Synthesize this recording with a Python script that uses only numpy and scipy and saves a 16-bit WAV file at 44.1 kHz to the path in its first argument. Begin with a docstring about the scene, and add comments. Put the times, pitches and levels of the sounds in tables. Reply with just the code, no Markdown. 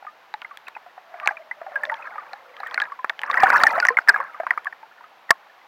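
"""Soft hiss and faint bubbling come first, just under the surface of the sea, from a small camera in a housing.
Air bubbles pinch off close by, each a decaying sine at its own pitch, and tiny ones tick on the shell.
An air pocket hums as randomly nudged resonance; past halfway a dense cloud of bubbles rushes by.
Hard bubble slaps hit the microphone during the rush, amid deep glugs, and once more near the end;
the closest bursts overload the microphone."""
import sys
import numpy as np
from scipy import signal
from scipy.fft import rfft, irfft
from scipy.io import wavfile

SR = 44100
rng = np.random.default_rng(int(sys.argv[2]) if len(sys.argv) > 2 else 0)


def transcribe(signal):
    """Save signal, clipped to [-1, 1], as a 16-bit WAV file at the path in sys.argv[1]."""
    frames = np.atleast_2d(signal).T
    limited = np.clip(frames, -1, 1)
    pcm = np.round(limited * 32767).astype(np.int16)
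    wavfile.write(sys.argv[1], SR, pcm)


N = 250047
TIME = np.arange(N) / SR  # seconds


def from_db(db):
    """Decibels to an amplitude factor."""
    return 10 ** (np.asarray(db) / 20)


def rms_one(x):
    """Scale a sound to an rms of 1."""
    return x / np.sqrt(np.mean(x ** 2) + 1e-20)


def at_hz(points, hz):
    """Levels in dB read from a spectrum on a log-frequency axis."""
    freqs, levels = np.transpose(points)
    return np.interp(np.log(np.maximum(hz, 1)), np.log(freqs), levels)


def add(track, s, sound):
    """Mix a sound into the track at s seconds."""
    start = int(np.clip(round(s * SR), 0, len(track)))
    track[start:start + len(sound)] += sound[:len(track) - start]


def cut(x, hz, kind, order=2):
    """Butterworth filter; kind "high" keeps the highs, "low" keeps the lows."""
    sos = signal.butter(order, hz, kind, fs=SR, output="sos")
    return signal.sosfilt(sos, x + 1e-18)


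def decay(t, t60, sag=1.0):
    """Fall by 60 dB in t60 seconds; exponential when sag is 1."""
    return np.exp(-np.log(1000) * (t / t60) ** sag)


def bubble(hz, t60, glide=0, swell_s=0.00054, sag=0.98):
    """A pulsing pocket of air: swells, dies away, drifts in pitch by the fraction glide per t60; peak near 1."""
    t = np.arange(int(np.clip(t60, 0.002, 0.2) * SR * 1.2)) / SR
    envelope = decay(t, t60, sag) * (1 - np.exp(-t / swell_s))
    ring = np.sin(2 * np.pi * hz * t * (1 + glide * t / t60 / 2))
    return envelope / envelope.max() * ring


def swarm(draws, colour, cycles, spread_db, swell_s):
    """Bubbles of random time, size and strength, each ringing for half to twice so many cycles."""
    out = np.zeros(N)
    low, high = colour[0][0], colour[-1][0]
    for when, size, strength, damping, bend in draws:
        hz = low * (high / low) ** size
        gain = from_db(at_hz(colour, hz) + spread_db * strength ** 2)
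        t60 = cycles / hz * 2 ** (2 * damping - 1)
        add(out, when * N / SR, gain * bubble(hz, t60, 0.35 * (bend - 0.5), swell_s))
    return out


def coloured_noise(spectrum):
    """Noise shaped to the given spectrum; rms 1."""
    colour = from_db(at_hz(spectrum, np.arange(N // 2 + 1) * SR / N))
    return rms_one(irfft(rfft(rng.standard_normal(N)) * colour, N))


def crack(grit, t60):
    """A dry snap: noise that dies away quickly."""
    return grit * decay(TIME[:len(grit)], t60)


# Colour of the far water and microphone hiss. Each row: frequency in Hz, relative density in dB per Hz.
HISS_SPECTRUM = [(30, -33), (90, -15), (165, -9.5), (280, -9), (450, -4.5), (800, 5), (1750, -1.5),
                 (2600, -6), (4000, -12.5), (6200, -22.5), (8500, -32.5), (10000, -33.5), (12000, -25.5),
                 (15800, -29.5)]
HISS_DB = -61  # rms


def hiss():
    """Far water noise and the microphone's own hiss, as steady coloured noise."""
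    return from_db(HISS_DB) * coloured_noise(HISS_SPECTRUM)


# Surges of churned water, the strongest being the passing cloud.
# Each row: crest in seconds, level in dB, rise in seconds, fall in seconds.
CHURN_SURGES = [(1.27, -42.5, 0.14, .1), (1.93, -39.5, 0.25, 0.5), (2.77, -36, 0.17, 0.15),
                (3.532, -18, .19, 0.26), (4.19, -32.5, 0.11, 0.071), (4.399, -43.5, 0.3, 0.23)]
CALM_DB = -50  # churning between the surges


def churning():
    """Strength of the churning: a calm base and bell-shaped surges, summed as power."""
    power = from_db(CALM_DB) ** 2
    for s, level_db, rise_s, fall_s in CHURN_SURGES:
        bell = np.exp(-((TIME - s) / np.where(TIME < s, rise_s, fall_s)) ** 2)
        power = power + (from_db(level_db) * bell) ** 2
    return np.sqrt(power)


# The cloud level just after a bubble of MIDDLING_DB, its dB gained per dB of bubble, and its fall.
MIDDLING_DB = -20
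WAKE_DB, WAKE_FOLLOWS, WAKE_FALL_DB_PER_S = -43, 0.66, 282


def wakes():
    """Power that the near bubbles stir into the cloud, each for a moment."""
    power = np.zeros(N)
    fall = from_db(-WAKE_FALL_DB_PER_S * TIME[:SR // 4])
    for s, peak_db, *_ in NEAR_BUBBLES:
        wake = from_db(WAKE_DB + WAKE_FOLLOWS * (peak_db - MIDDLING_DB)) * fall
        add(power, s, wake ** 2)
    return power


def froth():
    """Froth breaks in separate spits of about a millisecond, heard as bright noise; rms 1."""
    spits = (rng.random(N) < 420 / SR) * from_db(10 * rng.random(N) ** 3)  # about 420 a second
    spits = signal.lfilter([1], [1, -np.exp(-1 / (0.0013 * SR))], spits + 1e-18)
    return rms_one(cut(spits * rng.standard_normal(N), 3000, "high"))


# Cloud bubbles by pitch, as heard through the housing. Each row: pitch in Hz, relative level in dB.
CLOUD_LOUDNESS = [(430, -21.5), (560, -11.5), (760, -2), (1000, 2.5), (1350, 5), (1750, 7), (2100, 2),
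                  (2700, -11.5)]
# The same for the finest bubbles. Each row: pitch in Hz, relative level in dB.
FIZZ_LOUDNESS = [(2700, 9), (3400, -3.5), (4800, 8), (6300, -2), (7200, -26)]


def cloud(churn, gurgle_db=-0.5, babble_db=-4, wash_db=-1, fizz_db=-25, froth_db=-32, surge_db=-23, close_db=-45):
    """Churned water: a far wash, near gurgling bubbles, a babble of brief ones, fizz, froth and a low surge."""
    # in calm water mostly far bubbles are heard, blended smooth; churning brings them close
    near = churn ** 2 / (churn ** 2 + from_db(close_db) ** 2)
    wash = churn * (1 - near) * coloured_noise(HISS_SPECTRUM)
    big, brief, fine = rng.random((1500, 5)), rng.random((4000, 5)), rng.random((1800, 5))
    gurgle = rms_one(swarm(big, CLOUD_LOUDNESS, cycles=40.4, spread_db=6.5, swell_s=0.005))
    # bubbles packed close together damp one another, so these ring for fewer cycles
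    babble = rms_one(swarm(brief, CLOUD_LOUDNESS, cycles=14.0, spread_db=7.5, swell_s=0.0019))
    fizz = rms_one(swarm(fine, FIZZ_LOUDNESS, cycles=35, spread_db=16, swell_s=0.000193))
    surge = rms_one(cut(cut(rng.standard_normal(N), 66, "high"), 276, "low"))
    layers = [(gurgle_db, gurgle), (babble_db, babble), (fizz_db, fizz), (froth_db, froth()), (surge_db, surge)]
    close_water = sum(from_db(db) * layer for db, layer in layers)
    stirred = np.sqrt((near * churn) ** 2 + near * wakes())
    return from_db(wash_db) * wash + stirred * close_water


def strays(churn, stray_db=-54, follows=0.92, count=90):
    """Faint lone bubbles drift by at random, stronger where the water is stirred."""
    lone = swarm(rng.random((count, 5)), CLOUD_LOUDNESS, cycles=70, spread_db=8, swell_s=0.001)
    return from_db(stray_db) * (churn / from_db(CALM_DB)) ** follows * lone


# Resonances of the housing around the microphone. 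Each row: frequency in Hz, level in dB, ring t60 in seconds.
SHELL_MODES = [(816, -5.5, .012), (1706, 3.5, 0.013), (2547, 2, 0.0044), (4950, -17, 0.0038),
               (5560, -21, 0.01), (7950, -33.5, 0.0022), (11860, -27.5, 0.0034)]


def housing(knocks):
    """Knocks on the shell ring its damped resonances, one two-pole resonator each."""
    out = np.zeros(N)
    for k, (hz, level_db, t60) in enumerate(SHELL_MODES):
        r = np.exp(-np.log(1000) / (t60 * SR))
        w = 2 * np.pi * hz / SR
        ring = signal.lfilter([0, np.sin(w)], [1, -2 * r * np.cos(w), r * r], knocks + 1e-18)
        out += (-1) ** k * from_db(level_db) * ring
    return out


def spray(drops, spray_s=0.0054, spray_cycles=15):
    """A handful of brief bubbles of many sizes, shed within a few milliseconds; scaled by its first 10 ms."""
    out = np.zeros(SR // 10)
    for k, (size, delay, damping) in enumerate(drops):
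        hz = 640 + 1700 * (k + size) / len(drops)
        ring = bubble(hz, spray_cycles / hz * 2 ** (2 * damping - 1), swell_s=0.0024)
        add(out, spray_s * delay ** 2, (-1) ** k * from_db(at_hz(CLOUD_LOUDNESS, hz)) * ring)
    return out / np.std(out[:SR // 100])


# The spray shed by a bubble of MIDDLING_DB, and the dB it gains per dB of the bubble.
SPRAY_DB, SPRAY_FOLLOWS = -35, 0.83
# Single bubbles near the housing.
# Each row: start in seconds, peak level of the ring in dB, starting pitch in Hz, ring t60 in seconds.
NEAR_BUBBLES = [(0.025, -34, 816, 0.025), (0.049, -34, 840, 0.028), (0.0671, -29, 1216, 0.094),
                (0.3398, -21.5, 866, 0.037), (0.4183, -22, 2600, .002), (0.4471, -24.5, 2094, 0.022),
                (0.51, -33, 1176, 0.069), (0.669, -34, 2620, .033), (0.6812, -24, 1860, 0.0017),
                (0.751, -34.5, 2590, 0.036), (0.7651, -25.5, 880, 0.022), (0.8626, -37, 716, 0.06),
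                (0.9777, -32, 756, 0.039), (1.1399, -30, 738, 0.058), (1.1997, -23.5, 2400, 0.0036),
                (1.23, -27, 1175, 0.21), (1.2626, -21.5, 794, 0.04), (1.2745, 0, 2260, 0.0039),
                (1.2873, -12.5, 1670, 0.021), (1.3092, -21.5, 824, 0.034), (1.3692, -28.5, 2460, 0.026),
                (1.5119, -19.5, 1966, 0.034), (1.6149, -26.5, 668, 0.039), (1.664, -27, 780, 0.061),
                (1.7185, -31.5, 750, .036), (1.7564, -14, 1652, 0.063), (1.8345, -13, 1815, 0.025),
                (1.897, -15.5, 1960, 0.021), (1.9176, -19, 903, 0.092), (2.0241, -32, 2505, 0.027),
                (2.0721, -27, 1690, 0.043), (2.1561, -28, 860, .033), (2.1808, -23.5, 1252, 0.06),
                (2.3343, -25, 797, 0.029), (2.6019, -26.5, 798, 0.032), (2.6325, -21, 1230, 0.015),
                (2.662, -25, 1840, 0.055), (2.7765, -14.5, 2240, 0.02), (2.7767, -14.5, 1526, 0.035),
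                (2.8023, -18.5, 1430, 0.025), (2.8183, -11.5, 1710, 0.038), (2.854, -25, 1800, .005),
                (2.9197, -24.5, 1130, 0.047), (2.9899, -28.5, 1037, 0.092), (3.0449, -8.5, 1152, 0.0044),
                (3.098, -9, 2000, 0.0036), (3.2343, -11.5, 1926, 0.0067), (3.2994, -10.5, 1120, 0.028),
                (3.3423, -7, 1640, 0.0061), (3.372, -8.5, 1880, 0.032), (3.424, -10, 1730, 0.0094),
                (3.433, 0, 786, 0.045), (3.469, -7.5, 1690, 0.013), (3.5021, -2, 1433, 0.011),
                (3.5294, -8.5, 1650, 0.013), (3.559, -7.5, 1722, 0.036), (3.667, -2, 1870, 0.035),
                (3.7786, -12.5, 697, 0.043), (3.825, -12, 1470, 0.088), (3.8516, -0.5, 1750, 0.0055),
                (3.8852, -2, 1918, 0.024), (3.9027, -16, 1036, 0.051), (3.97, -5.5, 2127, 0.023),
                (3.9867, -2.5, 1490, 0.013), (4.076, -14.5, 1780, 0.0089), (4.0852, 0.5, 1720, 0.018),
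                (4.0902, 2.5, 1667, 0.039), (4.1423, -11, 1666, 0.039), (4.1606, -11, 1320, 0.016),
                (4.2017, -14, 1100, 0.032), (4.3447, -28.5, 1245, .042), (4.4, -16, 677, 0.037),
                (4.4336, -25.5, 740, 0.025), (4.467, -12, 1140, 0.013), (4.5071, -4, 1983, 0.016),
                (4.5357, -26, 1420, .011), (4.5759, -12, 1210, 0.014), (4.656, -25.5, 1140, 0.047),
                (4.6683, -16, 1763, 0.036), (4.7261, -25, 1840, 0.012), (4.829, -34, 870, 0.062),
                (5.008, -37.5, 1000, 0.037), (5.039, -40.5, 1255, 0.087), (5.2916, -25, 1930, .04),
                (5.3059, -2, 940, 0.0083), (5.3129, -15, 1130, 0.044)]


def near_bubbles(knock_db=-21, snap_db=-36, snap_t60=0.021, bend=0.13, swell_s=0.00059, swell_share=0.024):
    """Each pinch-off snaps, knocks on the housing, rings, and sheds a short spray that grows with its strength."""
    out, knocks, snaps = np.zeros((3, N))
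    draws = rng.random((len(NEAR_BUBBLES), 8, 3))
    grits = rng.standard_normal((len(NEAR_BUBBLES), SR // 50))
    for (s, peak_db, hz, t60), drops, grit in zip(NEAR_BUBBLES, draws, grits):
        glide = bend * (1 - 3 * drops[0, 2])  # up or down, at random
        ring = bubble(hz, t60, glide, swell_s=swell_s + swell_share * t60)
        spray_db = SPRAY_DB + SPRAY_FOLLOWS * (peak_db - MIDDLING_DB)
        add(out, s, from_db(peak_db) * ring)
        add(knocks, s, from_db([peak_db + knock_db]))
        add(snaps, s, from_db(peak_db + snap_db) * crack(grit, snap_t60))
        add(out, s, from_db(spray_db) * spray(drops))
    return out + housing(knocks) + cut(snaps, 4000, "high")


# Tiny bubbles bursting on the housing, levels before the trims of ticks().
# Each row: start in seconds, peak level in dB, pitch in Hz, crack level in dB.
SHELL_TICKS = [(0.34, -24.5, 3880, -64), (0.4185, -40, 3420, -60), (0.5729, -30.5, 3340, -34),
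               (0.6836, -31.5, 3830, -33.5), (1.2594, -24, 4220, -50), (1.836, -44, 3800, -30),
               (1.8529, -22.5, 3560, -50), (1.9422, -27, 3240, -60), (2.3327, -28, 4120, -58),
               (2.567, -33, 3150, -70), (2.6025, -31.5, 4027, -37), (2.6715, -35.5, 3100, -33),
               (2.7115, -31.5, 3300, -58), (2.744, -17, 4260, -32), (2.8011, -16.5, 3173, -53),
               (2.818, -20.5, 3900, -37), (2.838, -35, 3700, -58), (3.0959, -16, 3470, -55),
               (3.1923, -22.5, 3060, -55), (3.2167, -26.5, 2940, -33), (3.3132, -18.5, 3680, -49),
               (3.4042, -22.5, 5000, -40), (3.571, -33, 4500, -20), (3.8014, -10.5, 4700, -44),
               (3.869, -17, 6130, -36), (4.6466, -36.5, 3240, -31)]
TICK_CYCLES = 33  # ring t60 in cycles


def ticks(ping_db=-2, knock_db=-2, snap_db=-3, snap_t60=0.0023):
    """A tiny bubble bursts on the shell: a dry crack, a high ping and a knock."""
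    out, knocks, cracks = np.zeros((3, N))
    grits = rng.standard_normal((len(SHELL_TICKS), SR // 50))
    for (s, peak_db, hz, crack_db), grit in zip(SHELL_TICKS, grits):
        add(out, s, from_db(peak_db + ping_db) * bubble(hz, TICK_CYCLES / hz, swell_s=0.000074))
        add(knocks, s, from_db([peak_db + knock_db]))
        add(cracks, s, from_db(crack_db + snap_db) * crack(grit, snap_t60))
    return out + housing(knocks) + cut(cracks, 2500, "high")


# Swells of a large wobbling air pocket. Each row: crest in seconds, level in dB before the trim pocket_db.
AIR_POCKET_SWELLS = [(1.16, -41.5), (1.33, -42), (1.65, -44.5), (1.82, -31.5), (2.299, -48.5),
                     (2.52, -45.5)]
# Its pitch at the first swell, sinking steadily as it grows.
POCKET_HZ, POCKET_SAG_HZ_PER_S = 674, 112


def air_pocket(width_hz=32, pocket_db=-2, rise_db_per_s=140, fall_db_per_s=100):
    """The flow nudges a large pocket of air in fits, and it hums unsteadily around its own pitch."""
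    hz = POCKET_HZ - POCKET_SAG_HZ_PER_S * (TIME - AIR_POCKET_SWELLS[0][0])
    phase = 2 * np.pi * np.cumsum(hz) / SR
    level = np.zeros(N)
    for s, db in AIR_POCKET_SWELLS:
        level += from_db(db - np.maximum(rise_db_per_s * (s - TIME), fall_db_per_s * (TIME - s)))
    fits = from_db(4.5 * rms_one(cut(rng.standard_normal(N), 14, "low")))  # slow random gain
    nudges = fits * cut(rng.standard_normal((2, N)), width_hz, "low")
    hum = rms_one(nudges[0] * np.cos(phase) + nudges[1] * np.sin(phase))
    return from_db(pocket_db) * level * hum


# Large bubbles slapping right onto the microphone.
# Each row: start in seconds, peak level of the ring in dB, pitch in Hz, crack level in dB before filtering.
MICROPHONE_SLAPS = [(3.6352, 2.5, 1362, -52), (4.0938, -0.5, 1810, -16.5), (5.3062, 6.5, 1797, -9.5)]


def slaps(ring_t60=0.0098, knock_db=-9, spray_db=-13, crack_t60=0.019, dull_hz=7000):
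    """A large bubble hits the microphone: a hard knock and crack, a short ring and a heavy spray."""
    out, knocks, cracks = np.zeros((3, N))
    draws = rng.random((len(MICROPHONE_SLAPS), 8, 3))
    grits = rng.standard_normal((len(MICROPHONE_SLAPS), SR // 50))
    for (s, peak_db, hz, crack_db), drops, grit in zip(MICROPHONE_SLAPS, draws, grits):
        add(out, s, from_db(peak_db) * bubble(hz, ring_t60))
        add(out, s, from_db(peak_db + spray_db) * spray(drops))
        add(knocks, s, from_db([peak_db + knock_db]))
        add(cracks, s, from_db(crack_db) * crack(grit, crack_t60))
    dulled = cut(cut(cracks, 3200, "high"), dull_hz, "low", order=1)
    return out + housing(knocks) + dulled


# Deep glugs in the wake of the rush. Each row: start in seconds, peak level in dB, starting pitch in Hz.
DEEP_GLUGS = [(3.904, -22, 467), (4.101, -37.5, 405), (4.194, -32.5, 528)]


def glugs(ring_t60=0.113, rise=0.194):
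    """Big bubbles break loose and ring upward in pitch as they near the surface."""
    out = np.zeros(N)
    for s, peak_db, hz in DEEP_GLUGS:
        add(out, s, from_db(peak_db) * bubble(hz, ring_t60, glide=rise, swell_s=0.001))
    return out


def scene(stiff_hz=260):
    """All the bubbles together; the stiff shell lets little bass through, and the hiss lies on top."""
    churn = churning()
    water = cloud(churn) + strays(churn) + near_bubbles() + ticks() + air_pocket() + slaps() + glugs()
    return (cut(water, stiff_hz, "high") + hiss())[None]


OVERLOAD = 0.71  # clipping level, as a share of full scale
CUTOFF_HZ = 16000


def record(dry, lopsided=0.012):
    """Peaks are clipped flat; the microphone yields unevenly, so loud bursts thud; the top is cut."""
    clipped = np.clip(dry, -OVERLOAD, OVERLOAD)
    thud = cut(cut(clipped ** 2, 330, "low"), 30, "high", order=1)
    top_cut = signal.ellip(10, 0.1, 70, CUTOFF_HZ, fs=SR, output="sos")
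    return signal.sosfilt(top_cut, clipped + lopsided * thud)


dry = scene()
out = record(dry)
transcribe(out)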